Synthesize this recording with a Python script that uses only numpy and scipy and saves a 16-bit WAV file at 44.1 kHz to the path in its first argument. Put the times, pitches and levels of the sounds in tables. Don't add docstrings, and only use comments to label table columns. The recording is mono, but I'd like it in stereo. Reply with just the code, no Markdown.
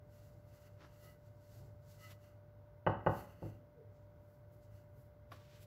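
import sys
import numpy as np
from scipy import signal
from scipy.fft import rfft, irfft
from scipy.io import wavfile

SR = 44100
rng = np.random.default_rng(int(sys.argv[2]) if len(sys.argv) > 2 else 0)


def wav_out(sig):
    wavfile.write(sys.argv[1], SR, np.round(np.clip(np.atleast_2d(sig).T, -1, 1) * 32767).astype(np.int16))


N = 249585
TIME = np.arange(N) / SR
BINS = np.fft.rfftfreq(N, 1 / SR)


def amp(db):
    return 10 ** (np.asarray(db) / 20)


def unit(x):
    return x / np.sqrt(np.mean(x ** 2) + 1e-30)


def read(points, hz):
    f, value = np.transpose(points)
    return np.interp(np.log(hz + 1), np.log(f + 1), value)


def delayed(s):
    return np.exp(-2j * np.pi * BINS * s)


def drift(hz):
    spectrum = rfft(rng.standard_normal(N))
    return unit(irfft(spectrum / (1 + (BINS / hz) ** 4), N))


# frequency in Hz, left-right likeness (0-1).
MICROPHONE_LIKENESS = [(60, 0.92), (130, 0.96), (290, 0.59), (640, 0.17), (1300, 0), (3000, 0), (15000, 0)]


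def paired(x):
    a, b = rfft(x)
    same = np.clip(read(MICROPHONE_LIKENESS, BINS), -1, 1)
    return np.array([a, same * a + np.sqrt(1 - same ** 2) * b])


def noise(gain):
    return unit(irfft(paired(rng.standard_normal((2, N))) * gain, N))


def peaks(modes):
    power = sum(amp(db) ** 2 / (1 + ((BINS - hz) / width) ** 2 * 2) ** 2 for hz, width, db in modes)
    return np.sqrt(power)


def cut(x, hz, kind, order):
    return signal.sosfilt(signal.butter(order, hz, kind, fs=SR, output="sos"), x)


STROKE_DROP_DB, STROKE_ROUNDNESS = 10, 1.38


def swells(rows):
    t = TIME[::64]
    peak, rise, fall, db = np.transpose(rows)[:, :, None]
    away = np.maximum((peak - t) / rise, (t - peak) / fall)
    power = amp(db - STROKE_DROP_DB * abs(away) ** STROKE_ROUNDNESS) ** 2
    return np.interp(TIME, t, np.sqrt(power.sum(0)))


def ring(modes, rise_s=0):
    t = TIME[:SR]
    swing = 0
    for k, (hz, db, t60) in enumerate(modes):
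        sign = (-1) ** (k // 2)
        swing = swing + sign * amp(db - 60 * t / t60) * np.sin(2 * np.pi * hz * t)
    return rfft(swing * t / (t + rise_s + 1e-9), N)


# frequency in Hz, time to die by 60 dB in seconds.
KITCHEN_DECAY = [(100, 0.58), (300, 0.41), (700, 0.4), (1800, 0.5), (3000, 0.41), (8000, 0.27),
                 (15000, 0.25)]


def reverb(x, build_s=0.0087):
    taps = rng.choice([-1., 1.], (2, N)) * (rng.random((2, N)) < 4000 / SR)
    hz, t, z = signal.stft(irfft(paired(taps), N)[:, :SR], SR, nperseg=256)
    decay = amp(-60 * t / read(KITCHEN_DECAY, hz)[:, None])
    build = np.minimum(t / build_s, 1) ** 2
    tail = signal.istft(z * decay * build, SR, nperseg=256)[1]
    return signal.fftconvolve(np.atleast_2d(x), tail / np.linalg.norm(tail[0]), axes=1)[:, :N]


def friction(strokes, colour, grain_db, split_hz=9000, flutter_db=1.3, flutter_hz=22):
    uneven_db = grain_db * drift(570) + flutter_db * drift(flutter_hz)
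    slips = rng.standard_normal((2, N)) * amp(uneven_db)
    z = paired(slips) * amp(read(colour, BINS))
    top = 1 / (1 + (split_hz / (BINS + 1)) ** 12)
    midrange = irfft(z * (BINS > 3200) * (BINS < 8000), N)
    rub = irfft(z * (1 - top), N) / midrange.std()
    fine_hiss = unit(irfft(z * top, N))
    rub_level = swells([(*when, db) for *when, db, _ in strokes])
    fine_level = swells([(*when, db + fine_db) for *when, db, fine_db in strokes])
    return rub * rub_level + fine_hiss * fine_level


def puffs(rows, colour, t60, tail_db, rise_s=0.00043):
    level = 0
    for s, db in rows:
        fade = amp(db - 60 * np.maximum(TIME - s, 0) / t60)
        level = level + fade * np.clip((TIME - s) / rise_s, 0, 1)
    burst = level * noise(amp(read(colour, BINS)))
    return burst + amp(tail_db) * reverb(burst)


# peak, rise and fall in seconds, rub level in dB,
# fine hiss in dB re rub, cupped-hand ring in dB re rub (before the common trim hollow_db).
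RUBS = [(0.17, 0.075, 0.2, -76, 2, -2), (0.55, 0.079, 0.16, -76, 1.5, 1.5),
        (0.67, 0.045, 0.025, -74, 2.5, 3.5), (0.95, 0.16, .07, -78.5, 1, 4),
        (1.052, 0.061, 0.071, -68, 4.5, -5), (1.28, 0.1, 0.045, -82.5, 0, -4),
        (1.56, 0.15, 0.12, -73, 1.5, -5), (1.92, 0.067, .07, -71, 0.5, -8),
        (2.045, 0.063, 0.071, -64.5, 1, -4), (2.115, .025, 0.018, -74.5, 5, -14),
        (2.25, 0.05, 0.078, -76, 2.5, 4.5), (3.183, 0.075, 0.079, -67, 7, 6.5),
        (3.31, 0.054, .06, -82, 7, 14), (3.46, 0.094, 0.097, -77.5, 5, 10),
        (3.97, 0.063, .14, -87, -16, -4), (4.335, 0.15, 0.092, -88, 6, -15),
        (4.55, .04, 0.075, -86, 9, -10), (4.635, 0.025, 0.045, -81.5, -1, -17),
        (4.765, 0.08, 0.074, -80, 3, 3), (5.0, 0.076, 0.09, -84, 8, -10)]
# frequency in Hz, relative density in dB per Hz.
SKIN_COLOUR = [(300, -26.5), (900, -6), (1600, -0.5), (2400, -5), (3400, -3.5), (4500, 1.5), (6000, -0.5),
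               (7700, 0), (8700, -9), (10000, -4.5), (11800, 1.5), (15500, -2)]
# frequency in Hz, width in Hz, relative level in dB.
HAND_HOLLOW = [(1360, 440, 0.5), (1990, 150, 1), (2795, 340, -2), (4480, 230, -8), (6150, 110, -7.5),
               (8160, 340, -25)]


def palms(hollow_db=-1.0):
    cupping = swells([(*when, db + ring_db + hollow_db) for *when, db, _, ring_db in RUBS])
    skin = friction([row[:-1] for row in RUBS], SKIN_COLOUR, grain_db=0.5)
    return skin + noise(peaks(HAND_HOLLOW)) * cupping


# peak, rise and fall in seconds, level in dB.
GRIPS = [(1.072, 0.052, 0.061, -67), (2.04, 0.036, 0.079, -61)]
# frequency in Hz, width in Hz, relative level in dB.
GRIP_TONES = [(1280, 44, 2.5), (1870, 32, -6), (1994, 41, 3), (2794, 36, -5.5), (2935, 53, -6),
              (4330, 110, -11)]


def singing(waver_hz=110, fuzz_db=-5):
    tones = 0
    for hz, width, db in GRIP_TONES:
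        turns = np.cumsum(hz + width / 2 * drift(waver_hz)) / SR
        start = np.pi * rng.random((2, 1))
        tones = tones + amp(db) * np.sin(2 * np.pi * turns + start)
    fuzz = amp(fuzz_db) * noise(peaks(GRIP_TONES))
    return (unit(tones) + fuzz) * swells(GRIPS)


# peak, rise and fall in seconds, level in dB.
PRESSES = [(.35, .6, 0.38, -69.5), (1.07, 0.069, 0.11, -61), (1.62, .08, 0.15, -55.5),
           (1.98, 0.089, .2, -65)]
# frequency in Hz, relative density in dB per Hz.
RUMBLE_COLOUR = [(30, -10), (60, -2), (110, 11.5), (160, 6), (220, -9.5), (400, -9), (900, -17),
                 (3000, -83)]


def rumble():
    return noise(amp(read(RUMBLE_COLOUR, BINS))) * swells(PRESSES)


# start in seconds, wood level in dB (before wood_db), contact
# cut-off in Hz, push on the counter in dB, tuning of the wood as a factor, grit tick in dB.
KNOCKS = [(2.8645, -17, 2450, -35, 1.007, -65.5), (3.0627, -16, 1580, -35, 0.991, -65.5),
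          (3.4208, -28, 368, -41.5, 0.99, -85), (3.4584, -32, 274, -56, 0.88, -85)]
# frequency in Hz, relative level in dB, time to die by 60 dB in seconds.
PIN_MODES = [(168.5, -6.5, 0.033), (360, -9, 0.022), (568, -3, 0.021), (726, -10, 0.017),
             (895, -7.5, 0.031), (1052, 0, 0.0097), (1316, -17.5, 0.033), (1535, -8, 0.014),
             (1917, -26, 0.039), (2000, -22, 0.021), (2670, -17.5, 0.014), (2880, -15.5, 0.018)]
# frequency in Hz, relative level in dB, time to die by 60 dB in seconds.
COUNTER_MODES = [(62.5, -8, 0.23), (105.35, 3, 0.36), (140, -24, 0.047), (176.8, -15, 0.58),
                 (255.2, -15, 0.57), (286.6, -9, 0.31), (329.6, 1, 0.24), (467, -17.5, 0.28),
                 (554.7, -7, 0.54), (700, -9.5, 0.46), (756, -4.5, 0.35), (885, 0, 0.17), (913, -4.5, 0.1)]
# delay at the left and at the right microphone in seconds,
# gain as a factor (before echo_db).
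WALL_ECHOES = [(.0036, 0.00302, 0.58), (.0064, 0.006335, 0.78), (.0089, 0.0098, 0.17), (0.012, 0.016, 0.19),
               (0.021, 0.039, 0.085), (0.031, .0312, .2), (.0385, .0385, 0.17), (0.0485, 0.09, 0.18)]
PIN_TOP_HZ = 3360


def knocks(right_lead_s=0.00042, echo_db=2.0, tail_db=-1.5, boom_tail_db=-13, low_hz=52, right_db=1.2,
           wood_db=4.0, wood_rise_s=0.0015):
    wood, boom = 0, 0
    counter = ring(COUNTER_MODES, rise_s=0.004)
    for s, db, contact_hz, push_db, tuning, _ in KNOCKS:
        softness = 1 + 1j * np.sqrt(2) * BINS / contact_hz - (BINS / contact_hz) ** 2
        blow = delayed(s) / softness
        pin = ring([(hz * tuning, mode_db, t60) for hz, mode_db, t60 in PIN_MODES], rise_s=wood_rise_s)
        wood = wood + amp(db + wood_db) * blow * pin
        boom = boom + amp(push_db) * blow * counter
    direct = np.array([delayed(right_lead_s), delayed(0)])
    echoes = sum(gain * np.array([delayed(left), delayed(right)]) for left, right, gain in WALL_ECHOES)
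    near = irfft(wood * (direct + amp(echo_db) * echoes) + boom, N)
    into_room = irfft(amp(tail_db) * wood + amp(boom_tail_db) * boom, N)
    out = near + reverb(into_room, build_s=0.0085)
    out = out * amp(right_db * np.array([[-.5], [.5]]))
    out = cut(out, low_hz, "highpass", order=5)
    return cut(out, PIN_TOP_HZ, "lowpass", order=7)


# frequency in Hz, relative density in dB per Hz.
GRIT_COLOUR = [(1000, -30), (3000, 0), (4500, 0.5), (6000, -8), (8700, -21), (12000, -11), (15500, -7.5)]


def grit():
    return puffs([(row[0], row[-1]) for row in KNOCKS], GRIT_COLOUR, t60=0.093, tail_db=0.5)


# start in seconds, level in dB.
FLOPS = [(5.3183, -46.5), (5.3267, -60)]
# frequency in Hz, relative density in dB per Hz.
FLOP_COLOUR = [(100, -21), (400, 4), (800, 1.5), (1200, 9), (1800, -5), (3000, -9), (5000, -13),
               (8700, -44), (12000, -22), (15500, -28)]


def flop():
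    return puffs(FLOPS, FLOP_COLOUR, t60=0.063, tail_db=-10)


# peak, rise and
# fall in seconds, rub level in dB, fine hiss in dB re rub, share of dull skid (0-1, of the power).
FLOUR_CONTACTS = [(0.825, .035, 0.064, -72.5, -17, 1), (2.115, 0.029, 0.019, -65.5, 1, 0.1),
                  (5.322, 0.0096, 0.036, -68, -1, 0.65), (5.37, 0.052, 0.18, -72.5, -3.5, 0.02),
                  (5.565, 0.11, 0.064, -71.5, -5.5, 0.08), (5.63, 0.055, .024, -71.5, 6, 0.01)]
# frequency in Hz, relative density in dB per Hz.
SKID_COLOUR = [(200, 14), (700, 12), (1700, 12.5), (2600, 3.5), (3600, 1.5), (5600, -1), (6800, -8),
               (8700, -19), (11800, -4), (15500, -35)]
# frequency in Hz, relative density in dB per Hz.
FLOUR_COLOUR = [(200, -32), (600, -4), (1400, 6), (2500, 8.5), (3600, 7.5), (5700, 3), (7700, -4),
                (8700, -21), (11800, -19.5), (15500, -20)]


def floured_stone():
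    skids, crunches = [], []
    for *when, db, fine_db, dull in FLOUR_CONTACTS:
        dull = np.clip(dull, .001, .999)
        skids.append((*when, db + 10 * np.log10(dull), fine_db))
        crunches.append((*when, db + 10 * np.log10(1 - dull), fine_db))
    return friction(skids, SKID_COLOUR, grain_db=2.5) + friction(crunches, FLOUR_COLOUR, grain_db=0.5)


SQUEAK_AT_S, SQUEAK_RISE_S, SQUEAK_FALL_S, SQUEAK_DB = 3.795, 0.028, 0.06, -59.5
SQUEAK_PITCH_HZ, SQUEAK_SAG_HZ_PER_S = 472.6, 700


def squeak(waver=0.036, tail_db=-6):
    hz = SQUEAK_PITCH_HZ - SQUEAK_SAG_HZ_PER_S * (TIME - SQUEAK_AT_S)
    turns = np.cumsum(hz * (1 + waver * drift(79))) / SR
    level = swells([(SQUEAK_AT_S, SQUEAK_RISE_S, SQUEAK_FALL_S, SQUEAK_DB)])
    tone = np.sqrt(2) * np.sin(2 * np.pi * turns) * level
    return tone + amp(tail_db) * reverb(tone)


# frequency in Hz, level in dB, waver as a share of the tone.
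HUM_TONES = [(102.4, -64, 0.34), (591.2, -67.5, 0.034)]
# frequency in Hz, relative density in dB per Hz.
AIR_COLOUR = [(22, -40.5), (36, -20), (58, -5.5), (85, -5.5), (135, -4), (210, -18), (600, -20.5),
              (1000, -32), (1800, -37.5), (2500, -43.5), (6000, -49.5), (8700, -58), (12000, -49),
              (15500, -44)]
# frequency in Hz, width in Hz, relative level in dB.
HOUSING_RESONANCES = [(677, 230, -3.5), (945, 51, 1), (1172, 380, -8), (1497, 110, -4), (2070, 130, -11)]


def background(air_db=-62, housing_db=-75, waver_hz=6):
    hum = 0
    for hz, db, waver in HUM_TONES:
        wander = 1 + waver * (drift(waver_hz) + 1j * drift(waver_hz))
        hum = hum + amp(db) * (wander * np.exp(2j * np.pi * hz * TIME)).real
    air = amp(air_db) * noise(amp(read(AIR_COLOUR, BINS)))
    housing = amp(housing_db) * noise(peaks(HOUSING_RESONANCES))
    return np.sqrt(2) * hum + air + housing


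def scene():
    pin_and_palms = palms() + singing() + rumble()
    setting_down = knocks() + grit()
    return pin_and_palms + setting_down + flop() + floured_stone() + squeak() + background()


# frequency in Hz, left minus right in dB.
MICROPHONE_BALANCE = [(60, 0.5), (200, 3), (600, 2.7), (1300, 4.5), (2400, 3), (4400, 1.4), (8000, 0.5),
                      (15000, 0)]
EDGE_HZ = 15720


def record(dry):
    tilt = amp(np.array([[.5], [-.5]]) * read(MICROPHONE_BALANCE, BINS))
    coloured = irfft(rfft(dry) * tilt, N)
    band_limit = signal.firwin(801, EDGE_HZ, window=("kaiser", 8), fs=SR)
    return signal.oaconvolve(coloured, band_limit[None], "same")


dry = scene()
out = record(dry)
wav_out(out)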